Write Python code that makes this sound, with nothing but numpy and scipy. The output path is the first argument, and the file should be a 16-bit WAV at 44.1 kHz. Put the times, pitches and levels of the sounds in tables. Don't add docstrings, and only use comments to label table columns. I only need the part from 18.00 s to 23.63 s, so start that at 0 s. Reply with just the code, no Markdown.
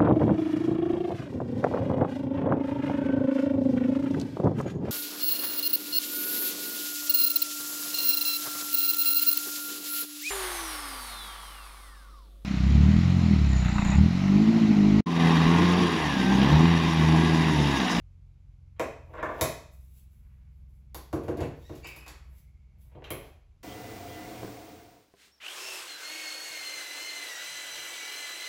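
import sys
import numpy as np
from scipy import signal
from scipy.fft import rfft, irfft
from scipy.io import wavfile
from scipy.ndimage import uniform_filter1d

SR = 44100
rng = np.random.default_rng(int(sys.argv[2]) if len(sys.argv) > 2 else 0)


def level_to_linear(level):
    exponent = np.asarray(level, float) / 20
    return 10 ** exponent


def int16_out(signal):
    q = np.round(np.clip(np.atleast_2d(signal).T, -1, 1) * 32767)
    wavfile.write(sys.argv[1], SR, q.astype(np.int16))


N = 248283
T = np.arange(N) / SR
HZ = np.fft.rfftfreq(N + SR, 1 / SR)


def unit(x):
    return x / np.sqrt(np.mean(x ** 2))


def band(x, lo_hz, hi_hz, order=2):
    return signal.sosfilt(signal.butter(order, [lo_hz, hi_hz], "band", fs=SR, output="sos"), x)


def walk(rate_hz):
    k = int(SR / rate_hz)
    return unit(uniform_filter1d(uniform_filter1d(rng.standard_normal(N), k), k))


def grains(rate_hz, spread_db):
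    clicks = (rng.random(N) < rate_hz / SR) * rng.standard_normal(N)
    return unit(clicks * level_to_linear(spread_db * rng.exponential(size=N)))


def strokes(rows, rel=False):
    roundness = 1.1
    t, out = T[::16], 0
    for s, rise_s, fade_s, db, *more in rows:
        away = np.abs(t - s) / np.where(t < s, rise_s, fade_s)
        level_db = db + (more[0] if rel else 0)
        out = out + level_to_linear(level_db) * np.exp(-away ** roundness)
    return np.interp(T, t, out)


def hum():
    # t/s, shaft rate f/Hz, level/dB, lean to even orders/dB
    shaft = [(0, 22.39, -2.5, 13.5), (.6, 21.82, -0.5, 8), (1.2, 21.23, 3.5, 5), (1.7, 21.47, -1.5, -4),
             (2.399, 21.46, 0.5, -2), (3.0, 21.16, -0.5, -5.5), (3.799, 20.58, 2.5, 2.5),
             (4.1, 20.7, -2, -8), (4.6, 21.28, -2, -4), (5.0, 20.68, -0.5, -1.5), (5.63, 20.96, -12.5, -4)]
    # order, level/dB, share of lean
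    orders = [(2, -61.5, 0.86), (3, -54.5, -0.82), (4, -59, .5), (5, -75, 0.01), (6, -63.5, 0.22),
              (7, -68.5, -0.29), (9, -75.5, -0.26), (10, -80.5, -0.81)]
    # t/s, rise/s, fade/s, level/dB
    swell = [
        (4.2, 0.55, 0.48, -80),
    ]
    steady_whine_db = -92
    s, *columns = np.transpose(shaft)
    hz, level_db, lean_db = (np.interp(T, s, c) for c in columns)
    phase = 2 * np.pi * np.cumsum(hz) / SR
    lines = 0
    for k, db, share in orders:
        line_db = db + level_db + share * lean_db + 2.2 * walk(16)
        lines = lines + np.sqrt(2) * level_to_linear(line_db) * np.cos(np.round(k) * phase + 0.91 * walk(0.93))
    whine_level = level_to_linear(steady_whine_db + level_db) + strokes(swell)
    return lines + whine_level * unit(band(rng.standard_normal(N), 2080, 2300))


def air():
    # f/Hz, density/dB per Hz
    spectrum = [(12, -39.5), (20, -6.5), (49, 1.5), (81, -6), (150, -20.5), (270, -33), (660, -42.5),
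                (1400, -46.5), (1810, -51), (2390, -46.5), (3250, -51), (7310, -56), (8890, -61.5),
                (11100, -58), (16000, -78.5)]
    hz, db = np.transpose(spectrum)
    colour = level_to_linear(np.interp(np.log(HZ + 1), np.log(hz), db))
    noise = irfft(rfft(rng.standard_normal(N + SR)) * colour, N + SR)[:N]
    return level_to_linear(-50.5 - 4.0) * unit(noise)


def ring(modes, chance, damp, crack, spread, rise_s, tilt_db=0):
    t = T[:SR // 5]
    hz, width_hz, db = np.array(modes, float).T[:, :, None]
    db = db + tilt_db * np.log2(hz / hz.mean())
    sign = (-1.) ** np.arange(len(modes))[:, None]
    detune, strength = chance[:, :len(modes), None]
    hz = hz * (1 + .015 * detune)
    waves = sign * level_to_linear(db) * np.sin(2 * np.pi * hz * t)
    tones = level_to_linear(2.5 * strength) * waves * np.exp(-np.pi * damp * width_hz * t)
    contact = waves * np.exp(-np.pi * spread * width_hz * t)
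    swell = (1 - np.exp(-t / rise_s)) ** 2
    y = unit(tones.sum(axis=0) * swell) + crack * unit(contact.sum(axis=0) * swell)
    return y / np.sqrt(np.sum(y ** 2))


def thump(chance):
    # f/Hz, width/Hz, level/dB
    counter_modes = [
        (89, 19, -7),
        (145.9, 30, -1.5),
    ]
    return level_to_linear(24) * ring(counter_modes, chance, damp=1.0, crack=0.77, spread=1.0, rise_s=.005)


def blows(events, casing, clack, tick, weight_db):
    # f/Hz, width/Hz, level/dB
    edge_modes = [(11100, 370, 2.5), (11940, 170, -8), (12450, 950, -5.5), (13860, 158, -10),
                  (15660, 350, -1.5)]
    out = np.zeros((4, N + SR))
    for s, casing_db, clack_db, tick_db, top_db in events:
        chance = rng.standard_normal((2, 8))
        low = level_to_linear(weight_db) * thump(chance)
        top = level_to_linear(24.5 + top_db) * ring(edge_modes, chance, damp=1.0, crack=5.3, spread=7.4, rise_s=.00008)
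        body = level_to_linear(19.5) * ring(casing, chance, damp=1.0, crack=0.96, spread=2.9, rise_s=0.0018)
        hardness_db = 0.17 * (tick_db - clack_db + 15)
        panel = level_to_linear(21.5 + clack_db) * ring(clack, chance, damp=1.0, crack=1.4, spread=6.1, rise_s=0.00025,
                                            tilt_db=hardness_db)
        steel = level_to_linear(21 + tick_db) * ring(tick, chance, damp=.9, crack=1.6, spread=5.0, rise_s=.0002)
        start = int((s - .002) * SR)
        out[:, start:start + len(low)] += level_to_linear(casing_db) * np.array([low + top, body, panel, steel])
    return out[:, :N]


def struck_parts():
    # t/s, casing/dB, clack rel/dB, tick rel/dB, top rel/dB
    tamper = [
        (0.798, -17, -8, -21, -29.5),
        (1.413, -16, -7, -7.5, -9.5),
        (1.44, -30.5, -1, -23, -20.5),
    ]
    basket = [(2.948, -38.5, 0.5, -2, -2), (3.131, -18, -13.5, -27.5, -32), (3.238, -31.5, -38, -27, -28),
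              (3.284, -18.5, -14.5, -32, -40), (3.374, -22.5, -24, -28.5, -34.5),
              (3.408, -20, -15.5, -23.5, -34), (3.458, -40.5, -27, -31, -22), (3.697, -30, -15.5, -29, -41),
              (3.756, -54, -1, 0, -4), (3.847, -42.5, -0.5, -6, -22), (3.872, -63, -10, -24, 3),
              (3.965, -47.5, -2.5, -3, -2.5), (4.066, -53.5, 8, 1, -5), (4.082, -49.5, -1, 7, -1.5),
              (4.245, -73, 1, -13, -19.5), (4.272, -72, -12, -17, -13)]
    button = [
        (0.766, -65.5, -0.5, -26, -40),
        (4.953, -38, -18.5, -60, -54.5),
        (5.107, -25.5, -7, -23, -8),
    ]
    slot = [(1.139, -40.5, 1, -28, -45.5), (1.154, -35, -5, -32.5, -45), (1.184, -31.5, -3, -41, -49),
            (1.23, -23, 0.5, -28, -38), (1.293, -26.5, -6, -38.5, -46.5), (1.312, -33, -3, -37, -46.5),
            (1.347, -34, -10, -31, -40.5)]
    latch = [
        (5.044, -52, 11, -6.5, -14),
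    ]
    # f/Hz, width/Hz, level/dB
    casing = [
        [(252.4, 19, -8.5), (325, 19, -10), (437, 33, 0.5), (566.7, 18, -1.5), (630, 28, 7), (634.6, 45, 11.5),
         (773, 20, -12)],
        [(232, 12, -14), (286.8, 19.2, -2.5), (314.3, 25.5, 0), (364, 32, 1), (446, 25, -3),
         (473.6, 6.2, -13.5), (559, 22.5, -5), (690.6, 23, -12)],
        [(270, 36.5, 0), (367, 40, -2), (433.6, 24, 0.5), (490, 30, -19), (558, 30, -0.5), (690, 74, -2.5)],
    ]
    clack = [
        [(935, 36, 1.5), (1090, 54, 4.5), (1370, 75, 0.5), (1667, 50, -3.5), (2020, 53, -1), (2460, 55, -2),
         (2660, 45, -10.5), (3030, 94, -7)],
        [(760, 96, 2.5), (984, 78, 5.5), (1121, 95, 5), (1630, 130, -3), (1970, 180, 0), (2800, 210, -12)],
        [(753, 117, -13.5), (1136, 69, -1), (1800, 175, -2), (2205, 90, 1), (2540, 150, -1), (3174, 60, -7),
         (4020, 86, -10)],
    ]
    tick = [
        [(3770, 210, -1.5), (4460, 250, -5), (5210, 248, -1.5), (6030, 250, -0.5), (7200, 250, -1),
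         (8450, 180, -2)],
        [(3350, 394, 1.5), (4490, 260, -2.5), (5670, 460, 2), (6790, 340, -1.5), (8900, 410, 4.5)],
        [(4800, 262, -4), (6020, 320, 5), (7335, 510, 1.5), (8000, 430, -1)],
    ]
    # f/Hz, width/Hz, level/dB
    slot_clack = [(1006, 32, -1.5), (1159, 15, -7.5), (1380, 54, -3), (1700, 43, -2), (1890, 36, -10.5),
                  (2080, 37, -9), (3550, 36, -25.5)]
    latch_clack = [(1150, 140, -6.5), (1670, 170, -7.5), (2640, 160, 0.5), (3150, 180, -2), (3720, 165, -3),
                   (4040, 150, -6)]
    weight_db = [
        -22,
        -9,
        -8.5,
    ]
    struck = [*zip([tamper, basket, button], casing, clack, tick, weight_db),
              (slot, casing[0], slot_clack, tick[0], -20),
              (latch, casing[2], latch_clack, tick[2], -12)]
    return sum(blows(*part) for part in struck)


def slides():
    # hardest t/s, rise/s, fade/s, drag level/dB, brightness rel/dB
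    drags = [(.79, .006, 0.0054, -51.5, 7), (1.125, 0.022, .03, -39.5, -11.5), (1.19, 0.022, 0.01, -50, 17),
             (1.26, 0.034, 0.063, -35.5, -0.5), (1.4, 0.02, .006, -32.5, -5.5), (2.35, .2, 0.13, -79, 9.5),
             (3.23, .02, 0.048, -47, -3.5), (3.42, 0.027, 0.012, -30.5, -1), (3.56, .04, 0.03, -79, 3.5),
             (3.715, 0.0037, 0.048, -51, 2), (3.9, 0.063, 0.058, -57.5, 6.5),
             (4.09, 0.05, 0.029, -54.5, 9.5), (4.17, 0.033, .08, -75, 11.5), (4.32, 0.046, 0.05, -68.5, 0),
             (4.965, 0.011, 0.042, -46, -40), (5.08, 0.045, 0.01, -55, 9), (5.24, 0.15, 0.029, -47.5, -2.5)]
    slips = grains(450, 2.6)
    dull = level_to_linear(-6.5) * strokes(drags) * unit(band(slips, 300, 900, order=3))
    bright = level_to_linear(-10.5) * strokes(drags, rel=True) * unit(band(slips, 800, 2400, order=3))
    return dull + bright


def rustle():
    # hardest t/s, rise/s, fade/s, level/dB, duller part rel/dB
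    brushes = [(1.15, 0.11, 0.032, -78, -8), (1.385, 0.051, 0.019, -56, 9.5), (1.655, 0.0049, .02, -81, 8),
               (1.734, 0.018, .015, -61, -9), (1.806, 0.01, 0.038, -62.5, -0.5),
               (1.982, 0.053, 0.018, -60.5, 1), (2.105, .012, 0.14, -71.5, -1.5),
               (2.56, .08, .1, -86.5, -6), (2.695, 0.011, 0.11, -79, -9.5), (3.56, 0.0071, 0.14, -71, 7),
               (3.78, 0.13, .03, -66, 12), (3.872, 0.0023, 0.0024, -38.5, 8.5),
               (3.963, .015, 0.046, -79, 3), (4.084, .012, .035, -77, 3), (4.384, 0.056, 0.013, -60, 3),
               (4.81, 0.014, .04, -63, 2.5), (5.25, 0.05, 0.041, -64, 8.5)]
    fibres = grains(6000, 2.5) * level_to_linear(1.5 * walk(25))
    crisp = level_to_linear(0.5) * strokes(brushes) * unit(band(fibres, 8000, 20000))
    dull = level_to_linear(-11.5) * strokes(brushes, rel=True) * unit(band(fibres, 2130, 10000))
    return crisp + dull


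def thuds():
    # t/s, level/dB
    rocks = [
        (1.415, -25),
        (1.438, -47),
        (3.236, -33.5),
        (3.406, -25.5),
        (3.458, -41.5),
        (3.517, -59),
        (3.698, -46),
        (4.271, -53),
        (4.788, -52.5),
        (4.953, -46),
    ]
    pushes = np.zeros(N)
    for s, db in rocks:
        pushes[int((s - .002) * SR)] = level_to_linear(db)
    return signal.fftconvolve(pushes, thump(np.zeros((2, 2))))[:N]


def squeaks():
    # hardest t/s, fade/s, slip rate f/Hz, level/dB, overtones rel/dB
    slips = [(3.633, .006, 1800, -82, 11), (3.654, 0.012, 1900, -62.5, -1), (3.69, .01, 2030, -78, 14),
             (3.838, 0.0052, 2330, -48, -8), (3.858, 0.011, 2490, -46, -14),
             (3.899, 0.016, 2246, -44.5, -16), (3.945, .012, 2530, -59, -18),
             (4.005, .022, 2486, -51.5, -15.5), (4.062, 0.0063, 2458, -55, -18)]
    rise_per_fade = 0.94
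    rows = np.array(slips)
    haste = np.interp(T, [3.72, 3.82, 3.95, 3.98], [.02, .037, .034, .016])
    slip_hz = np.interp(T, rows[:, 0], rows[:, 2]) * (1 + haste * walk(220))
    phase = 2 * np.pi * np.cumsum(slip_hz) / SR
    levels = [(s, rise_per_fade * fade_s, fade_s, db, rel_db) for s, fade_s, hz, db, rel_db in slips]
    overtones = sum(level_to_linear(db) * np.sin(k * phase) for k, db in enumerate([0.5, -5, -13], 2))
    strands = haste / haste.max() * (level_to_linear(-5) * np.sin(1.17 * phase) + level_to_linear(-12) * np.sin(.83 * phase))
    chatter = level_to_linear(4.5 * walk(90))
    return chatter * (strokes(levels) * (np.sin(phase) + strands) + strokes(levels, rel=True) * overtones)


def kitchen(x):
    # f/Hz, t60/s
    room = [(100, .45), (400, 0.44), (1500, 0.5), (5000, 0.53), (12000, 0.32)]
    room_hz, room_t60_s = np.transpose(room)
    t, tail = T[:SR * 2 // 3], 0
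    for hz in 70 * 2 ** np.arange(0, 8, .5):
        t60_s = np.interp(np.log(hz), np.log(room_hz), room_t60_s)
        late = np.exp(-np.log(1000) * t / t60_s) / np.sqrt(t60_s)
        alcove = 0.66 * np.exp(-np.log(1000) * t / 0.1)
        echoes = band(rng.standard_normal(SR), hz / 2 ** 0.36, hz * 2 ** 0.3)[-len(t):]
        evenness = uniform_filter1d(echoes ** 2, size=int(8 * SR / hz)) / np.mean(echoes ** 2)
        tail = tail + echoes * evenness ** -.4 * (late + alcove)
    tail = tail * (1 - np.exp(-t / 0.0011))
    tail = tail / np.sqrt(np.sum(tail ** 2))
    tail[0] += level_to_linear(-6.2)
    return signal.fftconvolve(x, tail)[:N]


def scene():
    counter, *knocks = struck_parts()
    rubbing = slides() + squeaks() + rustle()
    in_room = sum(kitchen(part) for part in [counter + thuds(), *knocks, rubbing])
    return (in_room + hum() + air())[None]


def top_cut(x):
    return signal.sosfilt(signal.butter(12, 16650, fs=SR, output="sos"), x)


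def record(dry):
    # f/Hz, width/Hz, level/dB
    gaps = [
        (8950, 230, -60),
        (13200, 170, -50),
    ]
    low_hz, high_hz = 35, 15900
    gap_db = sum(db * np.exp(-np.abs(HZ - hz) / width_hz) for hz, width_hz, db in gaps)
    edges = 1 / (1 + (low_hz / (HZ + 1)) ** 4) / (1 + (HZ / high_hz) ** 60)
    padded = np.pad(dry, ((0, 0), (SR // 2, SR - SR // 2)), mode="reflect")
    heard = irfft(rfft(padded) * level_to_linear(gap_db) * edges, N + SR)[:, SR // 2:SR // 2 + N]
    return top_cut(heard)


dry = scene()
out = record(dry)
int16_out(out)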